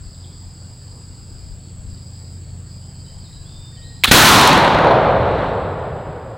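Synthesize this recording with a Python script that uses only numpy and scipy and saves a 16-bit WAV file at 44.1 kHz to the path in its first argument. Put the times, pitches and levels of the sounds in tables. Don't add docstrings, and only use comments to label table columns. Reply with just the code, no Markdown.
import sys
import numpy as np
from scipy import signal
from scipy.io import wavfile
from scipy.ndimage import uniform_filter1d

SR = 44100
rng = np.random.default_rng(int(sys.argv[2]) if len(sys.argv) > 2 else 0)


def makeup_ratio(level_db):
    decades = np.asarray(level_db, float) / 20
    return 10 ** decades


def to_wav(sig):
    pcm = np.clip(np.atleast_2d(sig), -1, 1) * 32767
    pcm = np.round(pcm).astype(np.int16)
    wavfile.write(sys.argv[1], SR, pcm.T)


N = 280917
T = np.arange(N) / SR

# (frequency [Hz], level [dB], wavering width [Hz])
ENGINE_ORDERS = [(46.3, -47.5, 0.74), (71, -50, 2.2), (88.4, -39, 2.1), (93.1, -48.5, 1.3),
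                 (116.6, -43, 1.2), (139.4, -44, 0.51), (161, -53.5, 1.5), (178, -50, 1.5), (201, -62, 1.2),
                 (241, -68.5, 1.5), (250, -60, 1.7), (378, -65.5, 3.8)]
# (frequency [Hz], density [dB per Hz])
AIR_COLOUR = [(15, -35), (30, -22), (100, -9), (190, -12), (300, -20), (500, -24), (900, -29),
              (2000, -36.5), (3800, -39), (5300, -35.5), (6200, -70), (8800, -53), (11000, -67.5),
              (16000, -44.5)]
# (frequency [Hz], density [dB per Hz])
APART_COLOUR = [(15, -15), (25, 4), (73, -3), (330, -28), (800, -40), (1500, -48), (3000, -66), (7000, -66),
                (7700, -44), (8300, -33), (8900, -33), (9300, -60), (13000, -95)]
# (time [s], level [dB])
GUSTS = [(.04, -41), (.44, -51), (.7, -56), (.93, -55), (1.18, -42), (1.38, -42), (1.5, -34.5), (1.78, -42),
         (1.9, -38.5), (2.48, -49), (3.17, -41), (3.39, -43), (3.55, -44), (3.85, -44), (5.9, -41),
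         (6.299, -48.5)]
# (start [s], end [s])
TRILLS = [
    (0.0, 1.536),
    (1.85, 2.35),
    (2.65, 6.4),
]
# (start [s], length [s], first pitch [Hz], settled pitch [Hz], level [dB])
BIRD_NOTES = [(.143, 0.02, 4380, 2360, -53), (0.236, 0.016, 4330, 2530, -48), (2.805, .1, 2750, 3160, -65),
              (3.04, .03, 4150, 3550, -56), (3.059, .06, 3000, 3130, -61), (3.238, 0.033, 4400, 3370, -50),
              (3.325, .025, 3680, 4500, -50), (3.429, 0.29, 2750, 3620, -55.5),
              (3.752, 0.035, 3650, 2800, -51.5), (3.754, .02, 4130, 4010, -51),
              (3.807, 0.099, 3150, 4250, -52.5), (3.898, 0.13, 4200, 4020, -58),
              (4.002, 0.03, 3800, 2800, -57), (2.108, .25, 1890, 1890, -63.5),
              (2.55, 0.17, 1830, 1900, -63), (3.29, 0.092, 1650, 1655, -58.5),
              (3.702, 0.21, 1890, 1876, -55.5)]
# (time [s], blow level [dB], ring pitch [Hz], base 60 dB decay, stretched 1.76-fold when rung
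# [s])
LOCK_BLOWS = [(4.0368, 3, 2320, 0.0075), (4.0381, -8.5, 3170, 0.0026), (4.0387, 9, 3580, 0.0017),
              (4.0416, 2.5, 2170, 0.00412), (4.0428, -0.5, 2510, 0.016), (4.0432, -3.5, 8000, 0.0047),
              (4.0426, 3.5, 3080, 0.0062), (4.045, 5, 3930, 0.0053), (4.047, -2, 1140, 0.012),
              (4.0497, 0.5, 2520, .006), (4.0523, -16.5, 3700, .007), (4.052, -0.5, 1760, 0.005),
              (4.055, -7, 3500, 0.0048), (4.0571, -1.5, 1400, 0.0052), (4.06, -21.5, 3000, 0.017)]
# (time [s], pitch [Hz], level [dB])
LOCK_TICK = (5.795, 6000, -40)
# (time [s], hiss level [dB])
PAN_HISS = [
    (4.036, -70),
    (4.038, -19),
    (4.05, -14),
    (4.063, -23.5),
    (4.08, -13),
    (4.095, -19),
    (4.108, -23),
    (4.113, -14.5),
]
# (frequency [Hz], density [dB per Hz])
PAN_COLOUR = [(180, -30), (300, -14.5), (1840, -10.5), (2030, -8.5), (2980, -11.5), (3700, -4.5),
              (5610, -20.5), (13500, -25.5), (16000, -39)]
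# (time [s], sign, length [s], level [dB])
PAN_PUFFS = [
    (4.0785, -1, .002, -5),
    (4.0845, 1, .0022, -1.5),
    (4.089, 1, .0018, -5),
    (4.096, -1, .003, -10),
]
# (time [s], rise [s], hold [s], level [dB])
CARD_TEAR = (4.137, .005, .022, -11)
# (frequency [Hz], density [dB per Hz])
CARD_COLOUR = [(150, -2), (400, -1), (1500, -15), (4000, -8), (5500, -34.5), (15000, -31)]
# (time [s], push length [s], level [dB])
MUZZLE = (4.1138, .0018, 34)
# (time [s], level [dB])
BRIGHT_BURSTS = [(4.412, 14.5), (4.4747, 16), (4.4914, -5), (4.53, 1), (4.576, -5), (4.647, -11),
                 (4.678, -18), (4.7466, -21), (4.787, -17), (4.8464, -21), (4.8703, -26.5), (4.91, -23)]
# (frequency [Hz], density [dB per Hz])
ROLL_COLOUR = [(18, -58), (35, -28), (80, 0.5), (115, 4), (190, -5.5), (265, -9.5), (480, -3.5),
               (720, -4.5), (950, -5), (1500, -13), (2500, -25), (4200, -32.5), (4900, -44.5),
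               (15000, -80.5)]
# (frequency [Hz], loss [dB per s])
LEAF_LOSS = [(60, -10.5), (270, 10.5), (480, -2.5), (850, 3), (1500, 8.5), (2700, 17.5), (4200, 23),
             (6000, 33.5), (10000, 44.5), (16000, 51)]
# (time [s], depth [dB], recovery [s])
DUCKS = [
    (4.036, -3, .05),
    (4.112, -14, 4.57),
]

ROLL_S = 4.112


def evened(x):
    return x / np.sqrt(np.mean(x ** 2) + 1e-20)


def read(points, hz):
    f, value = np.transpose(points)
    return np.interp(np.log(hz + 1), np.log(f + 1), value)


def since(s):
    return np.maximum(T - s, 0)


def bell(t, centre, spread):
    return np.exp(-.5 * ((t - centre) / spread) ** 2)


def add(mix, s, sound):
    part = mix[round(s * SR):][:len(sound)]
    part += sound[:len(part)]


def resonate(x, hz, width):
    return signal.lfilter(*signal.iirpeak(hz, hz / width, fs=SR), x)


def wash(colour, loss=((1, 0), (2, 0)), path=np.zeros_like, patchy_db=0, size=1024, span=(0, N / SR),
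         body=None):
    hz = np.fft.rfftfreq(size, 1 / SR)
    t = np.arange(span[0], span[1] + 2 * size / SR, size / 4 / SR)
    a, b, patches = rng.standard_normal((3, len(t), len(hz)))
    patches = uniform_filter1d(patches, size=8, axis=0)
    patches = evened(uniform_filter1d(patches, size=10, axis=1))
    gain_db = read(colour, hz) - np.outer(path(t), read(loss, hz))
    if body:
        gain_db = gain_db + body(t, hz)
    gain = makeup_ratio(gain_db)
    gain *= makeup_ratio(patchy_db * patches) / np.linalg.norm(gain, axis=1, keepdims=True)
    noise = signal.istft((gain * (a + 1j * b)).T, nperseg=size, noverlap=3 * size // 4)[1]
    out = np.zeros(N)
    add(out, span[0], evened(noise))
    return out


def push(length):
    u = np.arange(round(length * SR) * 10) / SR / length
    return (1 - u) * np.exp(-u)


def air():
    return makeup_ratio(-43.5) * wash(AIR_COLOUR, patchy_db=1.8, size=2048)


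def engine():
    hz, db, width = np.transpose(ENGINE_ORDERS)[:, :, None]
    coarse = T[::64]
    z = rng.standard_normal((len(ENGINE_ORDERS), len(coarse), 2)) @ [1, 1j]
    wander = np.fft.ifft(z / (1 + (np.fft.fftfreq(len(coarse), coarse[1]) / width) ** 2))
    wander /= np.sqrt(np.mean(abs(wander) ** 2, axis=1, keepdims=True))
    turning = np.exp(2j * np.pi * (hz * coarse + rng.random(hz.shape)))
    lines = makeup_ratio(db) * ((1 + 0.26 * wander) * turning).real
    drone = evened(signal.resample_poly(lines.sum(0), 64, 1)[:N])
    return makeup_ratio(-35.5 + 4 * bell(T, 2.37, 0.56)) * drone


def wind():
    calm_db, gust_s = -61, 0.051
    gusts = makeup_ratio(calm_db) + sum(makeup_ratio(db) * bell(T, s, gust_s) for s, db in GUSTS)
    colour = [(12, -18.5), (28, 6), (55, 0.5), (110, -12.0), (300, -75.5)]  # (Hz, dB per Hz)
    return gusts * makeup_ratio(5.5) * wash(colour, size=4096)


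def chorus(hz, width, per_s, depth):
    clicks, drift = rng.standard_normal((2, N))
    rate = per_s * (1 + .03 * evened(uniform_filter1d(drift, size=9000)))
    strokes = 1 + depth * np.cos(2 * np.pi * np.cumsum(rate) / SR)
    return evened(resonate(resonate(clicks * strokes, hz, width), hz, width))


def crickets():
    trill_db, rest_db, rise_s, fall_s = -50.5, -17, 0.035, 0.09
    chirp_db, gap_db, chirps_per_s, chirp_s = -54, -5.5, 3.8, 1.68
    high_db, hush_db, hush_s = -47.5, -9, 0.73

    pulsing = chorus(4915, 290, 135, 0.21)
    pulsing = pulsing + makeup_ratio(-19.5) * chorus(9950, 400, 135, 0.67)
    pulsing = pulsing + makeup_ratio(-21.5) * chorus(14900, 1700, 135, .6)
    high = chorus(7723, 700, 200, 0.17) + makeup_ratio(-24.5) * chorus(9200, 990, 200, .2)
    low = chorus(4544, 430, 64, 0.31)

    singing = np.zeros(N)
    for start, end in TRILLS:
        singing += np.minimum(since(start) / rise_s, 1) * np.clip(1 - since(end) / fall_s, 0, 1)
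    gaps = .5 - .5 * np.cos(2 * np.pi * chirps_per_s * (T - chirp_s))
    hush = hush_db * (T > ROLL_S) * np.exp(-since(ROLL_S) / hush_s)

    out = makeup_ratio(trill_db + rest_db * (1 - singing) + 3.9 * hush) * pulsing
    out += makeup_ratio(high_db + hush) * high
    return out + makeup_ratio(chirp_db + gap_db * gaps + hush) * low


def birds():
    out = np.zeros(N)
    for s, length, first_hz, settled_hz, db in BIRD_NOTES:
        t = np.arange(0, length, 1 / SR)
        hz = settled_hz + (first_hz - settled_hz) * np.exp(-t / min(.024, .8 * length))
        swell = t / min(.04, .14 * length)
        edges = np.minimum(np.minimum(swell, (length - t) / .004), 1)
        pulses = np.sin(np.pi * 18 * t) ** 2 if settled_hz < 2300 else 1
        whistle = np.sin(2 * np.pi * np.cumsum(hz) / SR)
        add(out, s, makeup_ratio(db - 4 * t / length + 4) * edges * pulses * whistle)
    out = out * (1 + .4 * evened(uniform_filter1d(rng.standard_normal(N), size=500)))
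    tail = rng.standard_normal(16000) * makeup_ratio(-60 * np.arange(16000) / SR / 1.0)
    smeared = signal.oaconvolve(out, tail / np.linalg.norm(tail))[:N]
    return makeup_ratio(-2) * out + makeup_ratio(2) * smeared


def impact():
    s, rise, hold, db = CARD_TEAR
    attack = np.minimum(since(s) / rise, 1)
    after = since(s + rise + hold)
    burst = attack * np.clip(1 - after / .008, 0, 1)
    tail = attack * makeup_ratio(-22 - 62 * after)
    grit = signal.lfilter(*signal.butter(2, 1400, fs=SR), rng.standard_normal(N))
    thud = makeup_ratio(-24.5) * burst * evened(grit)
    tear = np.maximum(makeup_ratio(db) * burst, tail) * wash(CARD_COLOUR, size=256, span=(4.1, 4.45))
    return tear + np.array([thud, -thud])


def lock():
    out, t = np.zeros(N), np.arange(800) / SR
    for s, db, hz, t60 in LOCK_BLOWS:
        ring = makeup_ratio(db - 60 * t / (1.76 * t60)) * np.sin(2 * np.pi * hz * t)
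        add(out, s, ring * np.minimum(t / 0.0001, 1))
        sparks = makeup_ratio(db - 6.5 - 60 * t / 0.0033) * rng.standard_normal(len(t))
        add(out, s, sparks)
    for s, sign, length, db in PAN_PUFFS:
        softened = uniform_filter1d(np.pad(push(length), (60, 0)), 70)
        add(out, s, sign * makeup_ratio(db) * softened)
    s, hz, db = LOCK_TICK
    add(out, s, makeup_ratio(db - 60 * t / .008) * np.sin(2 * np.pi * hz * t))
    times, levels = np.transpose(PAN_HISS)
    burning = (T > times[0]) & (T < times[-1])
    hiss = wash(PAN_COLOUR, size=256, span=(4, 4.2))
    return out + burning * makeup_ratio(np.interp(T, times, levels)) * hiss


def leaves(t):
    longer = 1.4 / (1 + np.exp((ROLL_S + 0.55 - t) / .21))
    shortcut = 0.2 * bell(t, 5.43, .1)
    return -1.208 + longer - shortcut


def grazing(t, hz):
    first_hz, last_hz, sink_s, octaves, lift_db = 1800, 500, .36, .32, 5
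    centre = last_hz + (first_hz - last_hz) * np.exp(-np.maximum(t - ROLL_S, 0) / sink_s)
    return lift_db * bell(np.log2((hz + 1) / centre[:, None]), 0, octaves)


def roll():
    noise = wash(ROLL_COLOUR, LEAF_LOSS, leaves, patchy_db=.6, span=(4, N / SR), body=grazing)
    rumble = signal.sosfiltfilt(signal.butter(2, 260, fs=SR, output="sos"), noise)
    u = since(ROLL_S)
    hold_s, knee_s = 0.88, 0.028
    near = makeup_ratio(33.5 - 64.5 * u)
    far = makeup_ratio(5.5 - 19.5 * knee_s * np.logaddexp(0, (u - hold_s) / knee_s))
    both = np.hypot(near, far)
    low = np.hypot(near * makeup_ratio(1), far * makeup_ratio(-6.5 + 5 * u))
    return np.minimum(u / 0.012, 1) ** 1.62 * (both * (noise - rumble) + low * rumble)


def shot():
    out, swell_db, t = np.zeros(N), np.zeros(N), np.arange(400) / SR
    for at, burst_db in BRIGHT_BURSTS:
        add(out, at, makeup_ratio(burst_db - 60 * t / .012) * rng.standard_normal(len(t)))
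        add(swell_db, at - .003, 4.8 * np.hanning(len(t)))
    out = signal.lfilter(*signal.butter(1, [3500, 12000], "band", fs=SR), out)
    s, length, db = MUZZLE
    add(out, s, makeup_ratio(db) * push(length))
    return out + makeup_ratio(swell_db) * roll()


def scene():
    boom, gusts = shot(), wind()
    mid = air() + engine() + gusts + crickets() + birds() + lock() + boom
    side = makeup_ratio(-53) * wash(APART_COLOUR, patchy_db=3, size=2048) + .4 * gusts
    late = np.roll(boom, 300)
    side += makeup_ratio(-42) * signal.lfilter(*signal.butter(2, [450, 1500], "band", fs=SR), late)
    return np.array([mid + side, mid - side])


def roll_off(x):
    return signal.sosfilt(signal.butter(12, 16780, fs=SR, output="sos"), x)


def record(dry):
    release = np.tanh((T - 4.6) / 0.0407)
    ceiling = makeup_ratio(8.5 + 6.5 * (.5 + .5 * release))
    gain_db = -3.5 - 1.06 * release
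    for s, db, recovery in DUCKS:
        gain_db += db * (1 - np.exp(-since(s) / .006)) * np.exp(-since(s) / recovery)
    over = dry / ceiling
    squared = ceiling * over / (1 + abs(over) ** 6) ** (1 / 6)
    sagging = signal.lfilter(*signal.butter(2, 23, "high", fs=SR), squared)
    ringing = sagging + .38 * resonate(sagging, 3900, 1500)
    hiss = makeup_ratio(-75.0) * np.diff(rng.standard_normal(N + 1))
    ducked = np.clip(ringing * makeup_ratio(gain_db) + impact(), -1, 1) + hiss
    edged = signal.sosfilt(signal.ellip(10, .1, 70, 15850, fs=SR, output="sos"), ducked)
    return roll_off(edged)


dry = scene()
out = record(dry)
to_wav(out)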